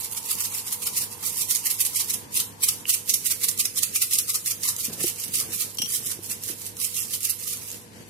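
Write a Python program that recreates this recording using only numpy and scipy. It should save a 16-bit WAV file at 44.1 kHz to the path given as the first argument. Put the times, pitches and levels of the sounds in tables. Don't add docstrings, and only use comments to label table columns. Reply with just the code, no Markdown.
import sys
import numpy as np
from scipy import signal
from scipy.fft import rfft, irfft, next_fast_len
from scipy.io import wavfile
from scipy.ndimage import uniform_filter1d

SR = 44100
rng = np.random.default_rng(int(sys.argv[2]) if len(sys.argv) > 2 else 0)


def inscribe(sig):
    pcm = np.round(np.clip(np.atleast_2d(sig).T, -1, 1) * 32767)
    wavfile.write(sys.argv[1], SR, pcm.astype(np.int16))


def gain_from_db(level_db):
    decades = np.asarray(level_db, float) / 20
    return 10 ** decades


N = 357077


def rms_one(x):
    return x / np.sqrt(np.mean(x ** 2) + 1e-20)


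def at_hz(points, hz):
    points = np.array(points)
    return np.interp(np.log(hz), np.log(points[:, 0]), points[:, 1])


def in_time(s, values):
    return np.interp(np.arange(N) / SR, s, values)


def colour(x, gains_db):
    size = next_fast_len(N + 4096)
    hz = np.maximum(np.arange(size // 2 + 1) * SR / size, 10)
    return irfft(rfft(x, size) * gain_from_db(gains_db(hz)), size)[..., :N]


def drift(rate_hz):
    r = np.exp(-2 * np.pi * rate_hz / SR)
    noise = rng.standard_normal(N + SR)
    return rms_one(signal.lfilter([1], [1, -2 * r, r * r], noise)[SR:])


def held_gains(count, spread_db):
    gains = gain_from_db(rng.normal(0, spread_db, (count, 2, N // 1024 + 1)))
    return np.repeat(gains, 1024, axis=2)[..., :N]


def left_right(difference_db):
    return np.outer([.5, -.5], difference_db)


def butter(x, order, hz, kind):
    return signal.sosfilt(signal.butter(order, hz, kind, fs=SR, output="sos"), x)


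def resonance(x, hz, width_hz):
    r = np.exp(-np.pi * width_hz / SR)
    poles = [1, -2 * r * np.cos(2 * np.pi * hz / SR), r * r]
    return signal.lfilter([(1 - r * r) / 2, 0, (r * r - 1) / 2], poles, x)


def ring(clicks, hz, t60_s):
    r, w = gain_from_db(-60 / (t60_s * SR)), 2 * np.pi * hz / SR
    return signal.lfilter([0, np.sin(w)], [1, -2 * r * np.cos(w), r * r], clicks + 1e-18)


def landings():
    # start_s, lid_peak_db, base_delay_ms,
    # base_peak_db, spread_ms_per_10db
    jar_shakes = [(0.007, -28, 40, -27.5, 34), (0.126, -28, 50, -23.5, 16.5), (0.265, -30.5, 48, -21, 33.5),
                  (0.409, -22.5, 45, -22.5, 23.5), (0.55, -26, 36, -25.5, 35),
                  (0.683, -26.5, 47, -22, 24.5), (0.833, -25.5, 35, -21.5, 20.5),
                  (0.979, -19.5, 45, -22.5, 22.5), (1.264, -24.5, 31, -28.5, 36), (1.381, -23, 37, -21, 29),
                  (1.515, -16.5, 45, -19.5, 18.5), (1.67, -17.5, 42, -17, 15),
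                  (1.815, -16, 48, -18.5, 14.5), (1.969, -18.5, 38.7, -17, 21.5),
                  (2.104, -22, 38.6, -22, 17),
                  (2.371, -16.5, 32, -18, 19.5), (2.643, -13.5, 47, -16.5, 14),
                   (2.903, -13, 38, -15, 13.5), (3.103, -17, 40, -26, 16.5), (3.268, -16.5, 43, -17, 14),
                   (3.445, -15.5, 46, -15.5, 11.5), (3.605, -14, 50, -23, 13.5),
                   (3.783, -16, 51, -17, 15.5), (3.964, -18, 62.4, -15.5, 18),
                   (4.138, -16.5, 54, -20.5, 19.5), (4.302, -16.5, 52, -16, 14.5),
                   (4.477, -19.5, 36, -18, 16), (4.655, -21, 35, -17, 22.5), (4.809, -25, 43.5, -20.5, 23),
                  (5.04, -22, 45, -23, 34), (5.203, -29, 36, -26.5, 29.5), (5.357, -25.5, 44.5, -21.5, 33),
                  (5.548, -25.5, 68.6, -20.5, 34), (5.707, -35, 40, -35.5, 20), (5.91, -26.5, 42, -21, 36),
                  (6.07, -24.5, 47, -24, 26.5), (6.262, -33.5, 53, -24, 25.5), (6.44, -38, 51, -27.5, 44),
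                  (6.62, -33.5, 44, -30.5, 38), (6.818, -26, 28, -20, 26.5), (6.972, -26, 36, -25, 50),
                  (7.113, -27.5, 34, -22, 23), (7.253, -20, 50, -19.5, 19), (7.443, -31.5, 47, -28, 40),
                  (7.532, -26.5, 91, -34.5, 29.5), (7.683, -34, 42, -37, 52.5)]
    # start_s, peak_db, spread_ms_per_10db
    slides = [(0.94, -33.5, 25), (1.04, -26.5, 6), (1.124, -33.5, 33), (1.23, -32, 12), (1.33, -32, 7),
              (1.59, -32.5, 30), (1.745, -32, 30), (1.9, -35, 30), (2.045, -33, 25), (6.235, -35, 17),
              (6.35, -39, 20), (7.82, -47.5, 59.5), (4.157, -21, 11.5), (2.44, -63.5, 34),
              (2.806, -39.5, 28), (3.22, -38.5, 22), (3.415, -28.5, 29), (3.514, -24, 3), (4.767, -29, 0),
              (4.935, -28.5, 18), (5.006, -26, 6), (5.07, -25, 26.5), (5.162, -37, 1), (5.281, -34, 16),
              (5.772, -40, 1), (5.822, -27, 9), (6.772, -31, -35), (7.215, -37, 24), (7.405, -35, 40),
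              (7.574, -35, 40), (7.75, -41.5, 54), (8.03, -60, 37), (8.09, -46, 20)]
    # start_s, peak_db, scatter_ms_per_10db
    slaps = [(0.1494, -17.5, 8), (0.7283, -16, 4), (0.8713, -8.5, 10), (1.0104, -17, 13.5), (1.509, -12, 7),
             (1.5507, -9, 1), (1.662, -19, 7), (1.806, -11, 12), (1.8517, -9.5, 9.5), (2.1033, -13, 11),
             (2.6364, -11.5, 14), (2.687, -7, 7), (3.0953, -10, -1), (3.14, -4, 12.5), (3.3119, -9, 18),
             (3.486, -8, 5.5), (3.599, -11, -2), (3.6566, -9.5, 6), (3.8333, -5, 3.5), (3.958, -17, 7),
             (4.0182, -9.5, 9), (4.1105, -12.5, 9.5), (4.187, -4, 11), (4.4615, -13.5, 7),
             (4.635, -11.5, 9), (4.679, -21, 6), (5.344, -8.5, 24), (5.787, -19.5, 13), (5.8182, -16, 9),
             (6.2976, -23, 6), (6.4363, -19, 17), (6.8014, -15, -1), (7.137, -13, 8), (7.207, -21, 7),
             (7.4774, -18, 5)]
    on_lid, on_base, in_slide, in_slap = (1.21, 0.8, -15), (0.85, 0.81, -16), (0.54, 0.84, -14), (0, 1, -16)
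    shakes = jar_shakes
    hits = [(s, db, ms, on_lid) for s, db, _, _, ms in shakes]
    hits += [(s + delay_ms / 1000, db, ms, on_base) for s, _, delay_ms, db, ms in shakes]
    hits += [(s, db, ms, in_slide) for s, db, ms in slides]
    hits += [(s, db - 8.5, ms, in_slap) for s, db, ms in slaps]
    return sorted((s, db, gather * ms, settle * ms, wall_db)
                  for s, db, ms, (gather, settle, wall_db) in hits)


def swarm_strength(roundness):
    power, t_ms = np.full(N, 1e-9), np.arange(N) / SR * 1000
    for s, peak_db, gather_ms, settle_ms, _ in landings():
        near = slice(max(int((s - .25) * SR), 0), int((s + .25) * SR))
        late_ms = t_ms[near] - s * 1000
        gathering, settling = -late_ms / max(gather_ms, 2.6), late_ms / max(settle_ms, 2)
        steps = np.where(late_ms < 0, gathering, settling)
        power[near] += gain_from_db(peak_db - 1.5 - 10 * steps ** roundness) ** 2
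    return np.sqrt(power)


def flakes(quiet_per_s, extra_per_s, spread_db, cycles, wall_db):
    # time_s, left_right_db
    sweep = [
        (0.0, -4),
        (0.99, -1),
        (1.1, -5),
        (2.55, -0.5),
        (3.25, -4.5),
        (4.28, 0.5),
        (4.58, -2),
        (7.47, -4.5),
        (8.1, 3),
    ]
    # freq_hz, level_db_per_hz
    flake_spectrum = [(1760, -106), (3000, -13.5), (3860, -7), (5520, -3.5), (6860, -3.5), (10400, 0),
                      (12200, -2), (14000, -6), (15200, -11), (15750, -20), (16500, -51)]
    # freq_hz, left_right_db
    flake_sides = [(60, -1.0), (180, -0.5), (550, 25), (1650, -5.5), (4970, -3.5), (15000, -12.5)]
    # freq_hz, width_hz, level_db
    wall_modes = [(1205, 317, -6.5), (2095, 333, -4), (2323, 130, -0.5), (2687, 255, 1), (3068, 255, -1.5),
                  (3360, 173, -1.5)]
    s, _, _, _, share_db = np.transpose(landings())
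    strength = swarm_strength(roundness=1.146)
    density_per_s = quiet_per_s + extra_per_s * strength / strength.max()
    per_s = density_per_s * gain_from_db(1.8 * drift(90))
    sizes = gain_from_db(spread_db * np.minimum(rng.exponential(1, N), 5.5)) * (rng.random(N) < per_s / SR)
    sizes = rms_one(sizes / np.sqrt(density_per_s))
    hits = sizes * rng.choice([-1, 1], (2, N)) * gain_from_db(rng.normal(0, 0.77, (2, N)))

    pitches_hz, dealt = np.geomspace(3200, 15500, 12), rng.integers(0, 12, (2, N))
    patch = held_gains(12, spread_db=2.27)
    tick_sound = sum(ring(hits * patch[k] * (dealt == k), hz, cycles / hz) * hz
                     for k, hz in enumerate(pitches_hz))
    flat_hz, flat_power = signal.welch(tick_sound, SR, nperseg=128)
    even = np.transpose([flat_hz[1:], -10 * np.log10(flat_power.mean(axis=0)[1:])])
    tick_sound = rms_one(colour(tick_sound, lambda hz: at_hz(flake_spectrum, hz) + at_hz(even, hz)))

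    grip = held_gains(len(wall_modes), spread_db=4.2)
    wall = sum((-1) ** k * gain_from_db(db) * resonance(hits * grip[k], hz, width_hz)
               for k, (hz, width_hz, db) in enumerate(wall_modes))
    wall = rms_one(butter(wall, 2, [950, 4200], "band"))

    rattle = strength * (tick_sound + gain_from_db(in_time(s, share_db) + wall_db) * wall)
    rattle = rattle * gain_from_db(left_right(in_time(*np.transpose(sweep)) + 5.7))
    return colour(rattle, lambda hz: left_right(at_hz(flake_sides, hz)))


def ticks(gain_db):
    # start_s, peak_db
    lone_clicks = [(1.2631, -13), (1.4205, -13), (1.5524, -9), (1.6601, -12), (3.5768, -15), (3.8322, -8),
                   (3.9574, -10), (4.1106, -18), (4.1864, -8), (4.4608, -14), (4.6334, -15), (4.7646, -13),
                   (4.799, -17), (5.1597, -23), (5.1996, -17), (5.3378, -13), (5.772, -17), (5.7745, -22),
                   (5.8575, -21), (6.2624, -22), (6.2976, -17), (6.4264, -23), (6.4363, -15), (6.4564, -24),
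                   (6.4802, -20), (6.5141, -14), (6.6179, -22), (6.7685, -23), (6.8014, -17), (7.7159, -19),
                   (0.2299, -23), (0.3534, -18), (0.406, -15), (0.4234, -20), (0.5487, -15), (3.095, -10),
                    (5.344, -18), (7.2065, -20), (7.2314, -13), (7.2724, -17), (7.44, -25), (7.5144, -19),
                    (7.5714, -23), (7.7038, -20.5), (7.7444, -26)]
    events = lone_clicks
    taps, chance = np.zeros((2, N)), rng.random((len(events), 2, 4))
    for (s, peak_db), late in zip(events, chance):
        at = round(s * SR) + (late * [6, 40, 80, 130]).astype(int)
        taps[[[0], [1]], at] = gain_from_db(peak_db + gain_db - np.array([0, 5, 8, 11]))
    click = (ring(taps, 11500, .0012) + ring(taps, 7200, .0015)) * gain_from_db([[-2], [2]])
    return butter(click, 4, 4500, "high")


def seeds():
    # start_s, peak_db, pitch_hz
    seed_hits = [(1.558, -4, 6600), (1.6604, -17, 12500), (1.806, -10.5, 9800), (2.3452, -15, 9200),
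                 (2.6351, 1.5, 7860), (2.8544, -15, 2900), (3.095, -4, 6170), (3.0997, -5, 6070),
                 (3.0976, -4, 8650), (3.141, -3, 5740), (3.415, -23, 9000), (3.579, -31, 8800),
                 (3.6531, -5.5, 5650), (3.833, -21, 6340), (3.959, 0.5, 10300), (4.111, -16, 4780),
                 (4.461, -18, 10000), (4.635, -24, 12800), (4.7626, -26, 6100), (5.3407, -4, 9900),
                 (5.3545, -2, 9500), (5.535, -9, 11300), (5.86, -20, 3180), (6.2997, -16, 6600),
                 (6.438, -22, 9250), (6.768, -20, 9800), (6.803, -17, 8400), (7.7159, -30, 12100)]
    out = np.zeros((2, N))
    for s, peak_db, hz in seed_hits:
        at = round(s * SR)
        late = (rng.random((2, 5)) * [8, 40, 80, 130, 190]).astype(int)
        tap = np.zeros((2, 600))
        tap[[[0], [1]], late] = gain_from_db(peak_db - 3.0 - np.array([0, 2.2, 3.5, 5, 7]))
        crack = ring(tap, 9550, 0.00072) + ring(tap, 5600, 0.001)
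        out[:, at:at + 600] += 0.23 * crack + .5 * ring(tap, hz, 30.0 / hz)
    return butter(out, 2, 1900, "high") * gain_from_db([[-2], [2]])


def chinks():
    # start_s, peak_db
    touches = [
        (5.7848, -16.5),
        (5.8183, -14.5),
        (5.857, -31),
    ]
    # freq_hz, level_db, t60_s
    metal_modes = [(856, -15, 0.085), (774, -20.5, .05), (640, -26, .03), (2880, -4, 0.04),
                   (3180, -4, 0.099), (4300, -2.5, 0.021), (5780, -1.5, 0.081), (5420, -4, 0.028),
                   (8160, -5, 0.017), (9660, -9, 0.062), (10700, -15, 0.05), (14300, -9, .05),
                   (12400, -10, .03), (13400, -9, .045)]
    out = np.zeros((2, N))
    rebound_db = np.r_[0, np.full(6, 7.0)]
    for hz, level_db, t60_s in metal_modes:
        taps = np.zeros((2, N))
        for s, peak_db in touches:
            at = round(s * SR) + (rng.random(7) * np.arange(7) * 70).astype(int)
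            tap_db = peak_db + level_db - 8.5 + rng.normal(0, 1.5, (2, 7)) - rebound_db
            taps[:, at] += gain_from_db(tap_db) * rng.choice([-1, 1], (2, 7))
        out += ring(taps, hz, t60_s)
    return out


def knocks():
    # start_s, peak_db, freq_hz, t60_s
    blows = [(4.882, -27.5, 222, 0.045), (5.041, -18.5, 350, 0.059), (5.488, -35.5, 325, 0.063),
             (5.799, -27.5, 247, 0.022), (5.833, -28.5, 232, 0.036), (6.155, -44, 166, 0.048),
             (6.189, -29.5, 335, 0.037), (6.363, -36, 198, 0.038), (6.4979, -31, 327, 0.047),
             (5.259, -38, 168, 0.045), (5.556, -34, 200, .03), (5.645, -41, 200, 0.027),
             (5.846, -37, 150, 0.037), (5.29, -35.5, 172, 0.072)]
    # time_s, level_db
    drag = [
        (4.87, -74),
        (4.9, -41.5),
        (4.96, -48.5),
        (5.02, -40),
        (5.05, -53.5),
        (6.5, -74.5),
        (6.7, -84),
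    ]
    grit = rng.standard_normal(N)
    grumble = resonance(grit, 166, 63) + 0.3 * resonance(grit, 296, 190) + 0.05 * resonance(grit, 420, 150)
    out = gain_from_db(in_time(*np.transpose(drag))) * rms_one(grumble)
    push = np.hanning(round(.0012 * SR))
    for s, peak_db, hz, t60_s in blows:
        blow, at = np.zeros(N), round(s * SR)
        blow[at:at + len(push)] = gain_from_db(peak_db) * push / push.sum()
        out += ring(blow, hz, max(t60_s, .01))
        out += gain_from_db(-17) * ring(blow, 3.05 * hz, .012) - gain_from_db(-6) * ring(blow, 2.3 * hz, .012)
        out += gain_from_db(-7) * ring(blow, 0.65 * hz, 0.021) + gain_from_db(-8.5) * ring(blow, 1.7 * hz, .014)
        out -= gain_from_db(-2.0) * ring(blow, 1.45 * hz, 0.015)
    return butter(out, 2, 90, "high")


def room_noise():
    # freq_hz, level_db_per_hz
    air_spectrum = [(18, -57), (30, -27), (81, -2), (233, -1), (384, -8), (473, -4), (540, -9.5),
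                    (913, -16.5), (1250, -22.5), (1630, -13.5), (2750, -17), (5590, -19), (12300, -22),
                    (16000, -44)]
    # freq_hz, left_right_likeness
    likeness = [(60, 0.48), (180, 0.78), (550, 0.015), (1650, -0.34), (4970, 0.28), (15000, 0.22)]
    # freq_hz, left_right_db
    air_sides = [(60, -3), (180, -2.5), (550, 3.5), (1650, 0), (4970, 5), (15000, -5)]
    # freq_hz, level_db_rms
    hum_tones = [(102.3, -52), (161.5, -65.5), (215, -65.5), (349.9, -62.5), (436.0, -62.5), (484.5, -57)]
    # time_s, level_db
    far_whir = [
        (0.0, -57),
        (2.68, -60.5),
        (4.24, -78),
        (4.8, -66),
        (8.1, -68),
    ]

    def alike(hz):
        return np.clip(at_hz(likeness, hz), -.9, .98)

    mid, side = rng.standard_normal((2, N))
    mid = colour(mid, lambda hz: at_hz(air_spectrum, hz) + 10 * np.log10(1 + alike(hz)))
    side = colour(side, lambda hz: at_hz(air_spectrum, hz) + 10 * np.log10(1 - alike(hz)))
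    air = gain_from_db(-47.5) * rms_one(np.array([mid + side, mid - side]) * gain_from_db(2.3 * drift(6)))
    hum = np.zeros(N)
    for hz, db in hum_tones:
        waver_db, waver_phase_db = 1.5 * drift(8), 16 * drift(5)
        level = 10 ** ((db - 0.5 + waver_db) / 20)
        phase = waver_phase_db * np.log(10) / 20
        hum += 0
        hum += level * np.sin(2 * np.pi * hz * np.arange(N) / SR)
    whir = resonance(resonance(rng.standard_normal((2, N)), 923, 276), 923, 276)
    whir = gain_from_db(in_time(*np.transpose(far_whir)) + 7.5) * rms_one(whir)
    return colour(air + hum, lambda hz: left_right(at_hz(air_sides, hz))) + whir


def kitchen(x):
    t60_s, level_db, wall_cut_hz = 0.35, -7, 3900
    t = np.arange(int(.5 * SR)) / SR
    white = rng.standard_normal((2, 2, len(t))) * (t > .004)
    dull = butter(white, 2, wall_cut_hz, "low")
    tail = dull * gain_from_db(-60 * t / t60_s) + (white - dull) * gain_from_db(-60 * t / (0.93 * t60_s))
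    tail = tail / np.sqrt(np.sum(tail ** 2, axis=-1, keepdims=True))
    place = 2.49 * drift(2.1)
    shares = np.array([np.cos(place), np.sin(place)])[:, None]
    return gain_from_db(level_db) * signal.oaconvolve(shares * x, tail, axes=-1)[..., :N].sum(axis=0)


def scene():
    near = flakes(4200, 9000, spread_db=1.0, cycles=8.7, wall_db=0.56)
    near = near + ticks(gain_db=0) + seeds() + chinks()
    return near + kitchen(near) + knocks() + room_noise()


def starve(x, usual_db, depth_db):
    # freq_hz, rarity_in_spreads, rarity_change_per_db
    starved_bands = [(300, 4.4, -.3), (480, 3.4, -.3), (580, .4, -.5), (700, -.6, -.55), (900, -.1, -.5),
                     (1150, 1.8, -.25), (1550, -.5, -.3), (1750, .3, -.2), (1950, 1.7, -.05),
                     (3000, 1.15, 0), (4000, .7, 0), (5700, 1.1, 0), (9000, 2.5, 0), (12500, 5.6, .2),
                     (13300, 3.6, .24), (14500, 3.4, .24), (15600, .6, .2)]
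    hz, _, cells = signal.stft(x, SR, nperseg=1024)
    level_db = 10 * np.log10(np.sum(abs(cells) ** 2, axis=(0, 1)) + 1e-12) - usual_db
    level_db -= .3 * uniform_filter1d(level_db + 5, size=90)
    ahead_db = uniform_filter1d(level_db, size=7, origin=-1) + .5

    band = (30 * np.log(np.maximum(hz, 300) / 300)).astype(int)
    chance = rng.standard_normal((band.max() + 1, len(level_db)))
    chance = uniform_filter1d(uniform_filter1d(chance, size=4, axis=1), size=3, axis=0)
    chance = rms_one(chance)[band]

    table, hz = np.array(starved_bands), np.maximum(hz, 10)
    rarity = at_hz(table[:, :2], hz)[:, None] + np.outer(at_hz(table[:, ::2], hz), ahead_db)
    cell_db = 20 * np.log10(uniform_filter1d(abs(cells).mean(axis=0), size=9, axis=0) + 1e-9)
    low = (hz < 1100)[:, None]
    blow_db = cell_db - np.median(cell_db, axis=1, keepdims=True)
    rarity += np.clip(blow_db - 8, 0, 12) * 2 * low
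    steady_db = uniform_filter1d(cell_db, size=120, axis=1) - cell_db.mean(axis=1, keepdims=True)
    rarity += .35 * steady_db * low
    lost_db = depth_db * np.clip(8 * (chance - rarity), 0, 1)
    return signal.istft(cells * gain_from_db(-lost_db), SR, nperseg=1024)[1][:, :N]


def band_limit(x):
    return signal.sosfilt(signal.butter(12, 15850, fs=SR, output="sos"), x)


def record(dry):
    starved = starve(.7 * np.tanh(dry / .7), usual_db=-27, depth_db=60)
    cut = signal.sosfilt(signal.ellip(10, .5, 70, 16000, fs=SR, output="sos"), starved)
    return band_limit(cut)


dry = scene()
out = record(dry)
inscribe(out)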